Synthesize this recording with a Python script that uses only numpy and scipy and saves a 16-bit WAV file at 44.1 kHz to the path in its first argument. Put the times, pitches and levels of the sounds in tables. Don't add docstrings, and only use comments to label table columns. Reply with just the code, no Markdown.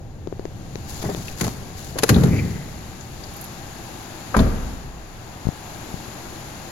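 import sys
import numpy as np
from scipy import signal
from scipy.fft import rfft, irfft, next_fast_len
from scipy.io import wavfile

SR = 44100
rng = np.random.default_rng(int(sys.argv[2]) if len(sys.argv) > 2 else 0)


def put_to_file(sound):
    columns = np.atleast_2d(sound).T
    safe = np.clip(columns, -1, 1)
    whole_steps = np.round(safe * 32767)
    wavfile.write(sys.argv[1], SR, whole_steps.astype(np.int16))


N = 296325

# (f/Hz, level/dB, t60/s)
SEAT_MODES = [(62.8, -14, 1), (101.6, -2.5, 0.56), (126.5, 1.5, 0.29), (170.8, -0.5, 0.45),
              (221.4, -4.5, 0.36), (266, -15.5, 0.12), (346, -12, 0.4), (409, -11, 0.3)]
# (f/Hz, level/dB)
KNOCK_SPECTRUM = [(80, -31), (250, 3), (420, 2), (750, -2.5), (1100, -14), (1700, -23), (5000, -48)]
# (f/Hz, level/dB)
RATTLE_SPECTRUM = [(250, -16), (420, 5), (650, -3), (1100, -1.5), (2000, -6), (3000, -19), (8000, -41)]
# (f/Hz, level/dB)
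CRACK_SPECTRUM = [(100, -0.5), (400, -27), (1000, 2), (1700, 2.5), (3000, -1.5), (6000, -3.5), (11000, -4),
                  (16000, -15)]


def amp(db):
    return 10 ** (np.asarray(db) / 20)


def unit(x):
    return x / np.sqrt(np.mean(x ** 2) + 1e-20)


def along(points, hz):
    f, v = np.transpose(points)
    return np.interp(np.log(hz + 1), np.log(f + 1), v)


def filtered(x, response):
    n = x.shape[-1]
    padded = next_fast_len(n + SR // 10)
    spectrum = rfft(x, padded) * response(np.fft.rfftfreq(padded, 1 / SR))
    return irfft(spectrum, padded)[..., :n]


def noise(gain, n):
    # (f/Hz, correlation)
    likeness = [(60, 0.91), (250, 0.86), (600, 0.86), (1500, 0.07), (4000, 0.25), (12000, 0.37)]
    hz = np.fft.rfftfreq(n, 1 / SR)
    angle = np.arccos(np.clip(along(likeness, hz), -1, 1)) / 2
    white = rfft(rng.standard_normal((2, n)))
    mid, side = irfft(white * gain(hz) * [np.cos(angle), np.sin(angle)], n)
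    return unit(np.array([mid + side, mid - side]))


def rush(spectrum, n):
    return noise(lambda hz: amp(along(spectrum, hz)), next_fast_len(n))[:, :n]


def resonance(pitch, width, n):
    return noise(lambda hz: hz * width / np.abs(pitch ** 2 - hz ** 2 + 1j * hz * width), n)


def wobble(rate):
    knots = rng.standard_normal(int(N * rate / SR) + 2)
    return np.interp(np.arange(N) * rate / SR, np.arange(len(knots)), knots)


def fade(t, t60):
    return np.exp(-np.log(1000) * t / t60)


def add(track, s, sound):
    part = track[:, round(s * SR):][:, :sound.shape[-1]]
    part += sound[..., :part.shape[-1]]


def burst(spectrum, length, t60, attack, chatter_db=1.5, chatter_hz=700):
    t = np.arange(int((length + t60) * SR) + SR // 20) / SR
    knots = rng.standard_normal(int(t[-1] * chatter_hz) + 2)
    chatter_curve = np.interp(t * chatter_hz, np.arange(len(knots)), knots)
    chatter = unit(amp(chatter_db * chatter_curve))
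    grains = chatter * noise(np.ones_like, next_fast_len(len(t)))[:, :len(t)]
    body = unit(filtered(grains, lambda hz: amp(along(spectrum, hz))))
    onset = 1 - np.exp(-t / attack)
    return body * onset * fade(np.maximum(t - length, 0), t60)


def ring(modes, stretch, ratio, scatter_db, detune):
    t = np.arange(SR) / SR
    total = np.zeros(SR)
    for k, (hz, db, t60) in enumerate(modes):
        strength, pitch = rng.standard_normal(2)
        phase = 2 * np.pi * hz * ratio * (1 + detune * pitch) * t + np.pi * k
        total += amp(db + scatter_db * strength) * np.sin(phase) * fade(t, t60 * stretch)
    return total


def air():
    # (t/s, level/dB)
    air_level = [
        [(0.0, -62.5), (0.288, -60.5), (0.762, -52.5), (0.85, -50)],
        [(2.7, -49), (3.06, -50), (3.376, -47.5), (3.676, -48), (4.28, -47)],
        [(4.7, -48.5), (4.92, -54), (5.2, -52.5), (5.75, -47), (6.7, -47.5)],
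    ]
    # (f/Hz, width/Hz, level/dB)
    ducts = [(117, 41, -7), (331, 55, -7.5), (780, 120, -5.5), (1626, 70, -16), (2730, 67, -17.5),
             (6790, 49, -21)]
    # (f/Hz, level/dB)
    rumble_spectrum = [(15, -3), (35, -4), (60, -2), (110, 0), (170, -3.5), (250, -11.5), (400, -14),
                       (800, -20), (2000, -64)]
    # (f/Hz, level/dB)
    fan_spectrum = [(100, 4), (230, 5.5), (330, -2.5), (450, -3), (620, 1), (780, 0.5), (1100, -2),
                    (1800, -6.5), (3000, -11), (6000, -25.5)]
    # (f/Hz, level/dB)
    hiss_spectrum = [(800, -22), (2500, 0.5), (4500, 0), (7000, -0.5), (11000, -12), (16000, -12)]
    # (f/Hz, level/dB)
    fizz_spectrum = [(6000, -3), (9000, 2), (12000, 1.5), (16000, -4)]
    reference_db = -48
    fan_db, hiss_db, fizz_db = -40, -45.5, -47.5
    fan_follows, fizz_follows = 0.77, 1.4
    step_out_s = (2.04, 4.6)
    cabin_rumble_db, outside_rumble_db = -37, -46
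    cabin_fan_db = -2.5

    t = np.arange(N) / SR
    level_t, level_db = np.transpose(np.vstack(air_level))
    swell_db = np.interp(t, level_t, level_db) - reference_db
    inside = np.interp(t, step_out_s, [1, 0])

    rumble_db = inside * cabin_rumble_db + (1 - inside) * outside_rumble_db
    rumble = amp(rumble_db + wobble(12.0)) * rush(rumble_spectrum, N)

    fan_noise = rush(fan_spectrum, N)
    for hz, width, db in ducts:
        fan_noise += amp(db) * resonance(hz, width, next_fast_len(N))[:, :N]
    fan_level_db = fan_db + fan_follows * swell_db + cabin_fan_db * inside + 0.38 * wobble(4.7)
    fans = amp(fan_level_db) * fan_noise

    hiss = amp(hiss_db + swell_db) * rush(hiss_spectrum, N)
    fizz = amp(fizz_db + fizz_follows * swell_db) * rush(fizz_spectrum, N)
    return rumble + fans + hiss + fizz


def squeak(width_hz=230, overtone_db=-18):
    peak_s, level_db, rise_s, release_s = 2.39, -34, 0.08, 0.025
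    end_hz, peak_rise_hz = 1990, 369
    echo_db, echo_t60 = -10.5, 1.7
    t = np.arange(N) / SR - peak_s
    after = np.maximum(t, 0)
    swell = np.exp(-(np.minimum(t, 0) / rise_s) ** 2)
    arch = swell * np.exp(-after / release_s)
    level = np.maximum(arch, amp(echo_db) * swell * fade(after, echo_t60))
    phase = 2 * np.pi * np.cumsum(end_hz + peak_rise_hz * arch) / SR

    def grit():
        return noise(lambda hz: 1 / (1 + (hz / width_hz) ** 2), next_fast_len(N))[:, :N]

    tone = grit() * np.sin(phase) + grit() * np.cos(phase)
    overtone = amp(overtone_db) * grit() * np.sin(2 * phase)
    return level * amp(level_db + 3.3 * wobble(90)) * (tone + overtone)


def sleeve(grain_db=3.0, grain_rate=300):
    # (t/s, length/s, level/dB)
    strokes = [(0.866, 0.44, -36.5), (1.366, 0.08, -31.5), (1.755, 0.14, -40), (2.004, 0.52, -39)]
    # (f/Hz, level/dB)
    cloth_spectrum = [(300, 0), (1200, -2.5), (2500, -4.5), (4500, 0), (7000, 0.5), (11000, -4),
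                      (16000, -4)]
    attack_s, sag_db_per_s, release_t60 = 0.03, 8.5, 0.5
    power = np.zeros(N)
    for s, length, db in strokes:
        t = np.maximum(np.arange(N) / SR - s, 0)
        grip = np.minimum(t / attack_s, 1)
        release = fade(np.maximum(t - length, 0), release_t60)
        power += (grip * amp(db - sag_db_per_s * t) * release) ** 2
    grains = unit(amp(grain_db * wobble(grain_rate)) * rush(cloth_spectrum, N))
    return np.sqrt(power) * grains


def taps():
    # (t/s, level/dB, f/Hz, tick level/dB against level)
    touches = [(0.273, -18, 363, -4.5), (0.3258, -18.5, 387, -15), (0.3951, -19, 380, -9),
               (.454, -18, 384, 2), (0.7562, -21.5, 390, 10.5), (1.148, -21.5, 380, 11),
               (5.454, -14, 90, -42), (5.47, -6, 134, -35), (5.4886, -7, 136, -40), (5.942, -15, 128, -39),
               (6.081, -24, 121, -35)]
    # (f/Hz, level/dB)
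    far_port = [(130, -22), (400, -8)]
    # (f/Hz, level/dB)
    tick_spectrum = [(300, 1.5), (1700, 2.5), (3000, -1), (6000, -4), (9000, -24), (16000, -24)]
    swing_t60 = 0.018
    out = np.zeros((2, N))
    t = np.arange(SR // 10) / SR
    for s, db, hz, tick_db in touches:
        swing = np.sin(2 * np.pi * hz * t + 0.48) * (1 - np.exp(-t * hz / 0.091)) * fade(t, swing_t60)
        case = np.sin(2 * np.pi * 480 * t) * (1 - np.exp(-t / 0.00045)) * fade(t, t60=0.005)
        pan = amp([[0], [along(far_port, hz)]])
        add(out, s, pan * (amp(db + 5.5) * swing + amp(db - 5.0) * case))
        tick = burst(tick_spectrum, length=0.0005, t60=0.005, attack=0.0001)
        add(out, s, amp(db + tick_db - 12.0) * tick)
    return out


def chinks():
    # (t/s, level/dB, f/Hz)
    contacts = [(1.281, -27.5, 2680), (2.144, -24, 3560), (2.16, -28.5, 3760), (3.007, -39, 6530),
                (3.237, -34, 4800), (3.336, -37, 12400), (3.365, -34.5, 12100), (3.411, -28, 12000),
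                (3.441, -29, 12200), (4.39, -21.5, 3520)]
    q, t60 = 6.6, 0.049
    out = np.zeros((2, N))
    t = np.arange(SR // 5) / SR
    envelope = (1 - np.exp(-t / 0.00037)) * fade(t, t60)
    for s, db, pitch in contacts:
        add(out, s, amp(db) * resonance(pitch, pitch / q, len(t)) * envelope)
    return out


def knocks():
    # (t/s, level/dB)
    trim_knocks = [(1.039, -26.5), (1.088, -25), (1.955, -31)]
    out = np.zeros((2, N))
    for s, db in trim_knocks:
        add(out, s, amp(db) * burst(KNOCK_SPECTRUM, length=0.0136, t60=0.08, attack=0.0013))
        add(out, s, amp(db - 5) * ring(SEAT_MODES, stretch=0.43, ratio=1.8, scatter_db=-2.0, detune=0.0032))
        rattle = burst(RATTLE_SPECTRUM, length=0.02, t60=0.16, attack=0.0022, chatter_db=3, chatter_hz=160)
        add(out, s, amp(db - 12) * rattle)
    return out


def catches():
    # (t/s, level/dB, contact/s, knock level/dB)
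    clacks = [(1.024, -32.5, 0.0057, 1), (1.409, -20, 0.0056, -6), (1.441, -27, 0.0066, 0),
              (1.467, -27, .0015, 1), (1.479, -28, .002, 1), (1.985, -19.5, 0.0058, -8.5),
              (2.033, -13, .0048, -1), (2.0902, -13.5, .0078, -6), (2.234, -28, 0.0064, 4.5)]
    # (f/Hz, level/dB, t60/s)
    catch_modes = [(1070, 9, 0.1), (1670, -16, 0.041), (2100, 2, 0.044), (3370, -5, 0.032),
                   (4600, 1.5, .05), (5330, -5, 0.028), (6750, -8, .07)]
    graze_s, graze_db = 0.0085, -15
    dying = 7
    out = np.zeros((2, N))
    for s, db, contact, knock_db in clacks:
        graze = burst(CRACK_SPECTRUM, length=0.0024, t60=0.03, attack=0.00034)
        add(out, s - graze_s, amp(db + graze_db) * graze)
        add(out, s, amp(db) * burst(CRACK_SPECTRUM, contact, dying * contact, attack=0.00039))
        add(out, s, amp(db - 18.0) * ring(catch_modes, stretch=0.46, ratio=1, scatter_db=2.0, detune=0.015))
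        add(out, s, amp(db + knock_db) * burst(KNOCK_SPECTRUM, contact, t60=0.08, attack=0.00034))
    return out


def shudder(s, db, count=6):
    first_gap_s, gap_growth, loss_db = 0.063, 1.2, 3.1
    rest_db = -19.5
    share, share_per_db, growth = 1.15, 0.024, 1.204
    stretch = share * np.exp(share_per_db * db)
    for k in range(count):
        yield s, db, stretch
        s += first_gap_s * gap_growth ** k
        db -= loss_db
        stretch *= growth
        if db < rest_db:
            return


def seat():
    # (t/s, level/dB)
    thumps = [(1.05, -24.5), (1.166, -28.5), (1.408, -20), (2.097, -8)]
    # (f/Hz, level/dB)
    shake_spectrum = [(30, -12), (70, -1), (150, 1), (260, -3), (420, -14.5), (650, -24), (1300, -35),
                      (2500, -56), (6000, -45)]
    out = np.zeros((2, N))
    for thump in thumps:
        for s, db, stretch in shudder(*thump):
            add(out, s, amp(db - 5.0) * ring(SEAT_MODES, stretch, ratio=1, scatter_db=1.5, detune=0.0039))
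            add(out, s, amp(db - 5.5) * burst(shake_spectrum, length=0.026, t60=0.55 * stretch, attack=0.0049))
            add(out, s, amp(db - 13.0) * burst(KNOCK_SPECTRUM, length=0.008, t60=0.1, attack=0.00064))
            rattle = burst(RATTLE_SPECTRUM, length=0.02, t60=0.37 * stretch, attack=0.0022,
                           chatter_db=9, chatter_hz=157)
            add(out, s, amp(db - 21) * rattle)
    return out


def door(push_time=0.0023):
    # (t/s, panel level/dB, latch level/dB, crack level/dB, air push level/dB)
    contacts = [(4.3429, -32, -15, -51, -60), (4.346, -37, -11, -49, -50), (4.3654, -13, -13.5, -24.5, -4),
                (4.389, -10.5, -18, -34, -10), (4.4, -16, -21.5, -34, -9)]
    # (f/Hz, level/dB, t60/s)
    door_modes = [(30, -4, 1), (59.16, -1.5, 0.87), (80.6, -8, 0.39), (111.3, -2, 0.36), (137, -6.5, 0.23),
                  (164, -3.5, 0.21), (223.4, -0.5, 0.24), (260, -4.5, .25), (401, -6.5, 0.25),
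                  (675, -5, 0.14)]
    # (f/Hz, level/dB)
    shake_spectrum = [(25, 1), (70, -10), (130, 2.5), (230, -1), (330, -7.5), (600, -10.5), (1100, -35),
                      (2000, -29), (5000, -45)]
    # (f/Hz, level/dB, t60/s)
    pawl_modes = [(876, -5, 0.063), (1070, -1, 0.045), (1188, -1.5, 0.025), (1646, -7.5, 0.028)]
    # (f/Hz, level/dB)
    latch_spectrum = [(150, -22), (450, 3), (1100, 0.5), (1700, -7.5), (2600, -19.5), (6000, -46)]
    out = np.zeros((2, N))
    u = np.arange(SR // 10) / SR / push_time
    push = (1 - u) * np.exp(-u) * (1 - np.exp(-4 * u))
    for s, panel_db, latch_db, crack_db, push_db in contacts:
        add(out, s, amp(push_db + 6.5) * push)
        boom = ring(door_modes, stretch=0.85, ratio=0.99, scatter_db=0.0, detune=0.015)
        add(out, s, amp(panel_db - 3.5) * boom)
        add(out, s, amp(panel_db - 6.0) * burst(shake_spectrum, length=0.012, t60=0.38, attack=0.0012))
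        pawl = ring(pawl_modes, stretch=0.63, ratio=0.97, scatter_db=1.5, detune=0.015)
        add(out, s, amp(latch_db + 1) * pawl)
        add(out, s, amp(latch_db - 4) * burst(latch_spectrum, length=0.003, t60=0.06, attack=0.00017))
        add(out, s, amp(crack_db) * burst(CRACK_SPECTRUM, length=0.0016, t60=0.1, attack=0.0005))
    return out


def garage(x, delay=0.025):
    # (f/Hz, t60/s)
    reverb_times = [(40, 2.37), (200, 1.1), (800, 1.26), (2500, 1), (6000, 0.27), (14000, 0.76)]
    hz, t, z = signal.stft(noise(np.ones_like, 2 * SR), SR, nperseg=512)
    decay = fade(t, along(reverb_times, hz)[:, None])
    tail = signal.istft(z * decay, SR, nperseg=512)[1]
    tail = tail / np.linalg.norm(tail[0])
    tail = np.pad(tail, ((0, 0), (int(delay * SR), 0)))
    return signal.fftconvolve(x, tail, axes=1)[:, :N]


def scene():
    seat_and_small = seat() + catches() + knocks() + chinks() + squeak()
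    slam = door()
    echoes = garage(amp(-11) * slam + amp(-15.5) * seat_and_small)
    return air() + sleeve() + taps() + seat_and_small + slam + echoes


def record(dry):
    # (f/Hz, level/dB)
    left_port = [(60, 1), (300, 2), (700, 1), (2000, 2), (2900, 0.5), (4400, 5.5), (5600, 2), (6900, 7.5),
                 (7700, -1), (8700, -14.5), (11000, -9.5), (15500, -8)]
    # (f/Hz, level/dB)
    right_port = [(60, 2), (300, -1), (700, -4), (2000, -1), (2900, -7), (4200, -13), (5600, -19),
                  (8600, -12.5), (9700, -1.5), (11000, 7), (12800, -0.5), (15500, -7)]
    # (f/Hz, phase/rad)
    lead = [(30, .05), (120, 0.23), (300, 0.56), (800, 0.94), (2000, 1), (12000, 1.7)]
    top_hz = 16200

    def ports(hz):
        gain = amp([along(left_port, hz), along(right_port, hz)])
        return gain * np.exp(0.5j * np.outer([1, -1], along(lead, hz)))

    x = filtered(dry, ports)
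    x = x / (1 + np.abs(x) ** 6) ** (1 / 6)
    return filtered(x, lambda hz: hz < top_hz)


dry = scene()
out = record(dry)
put_to_file(out)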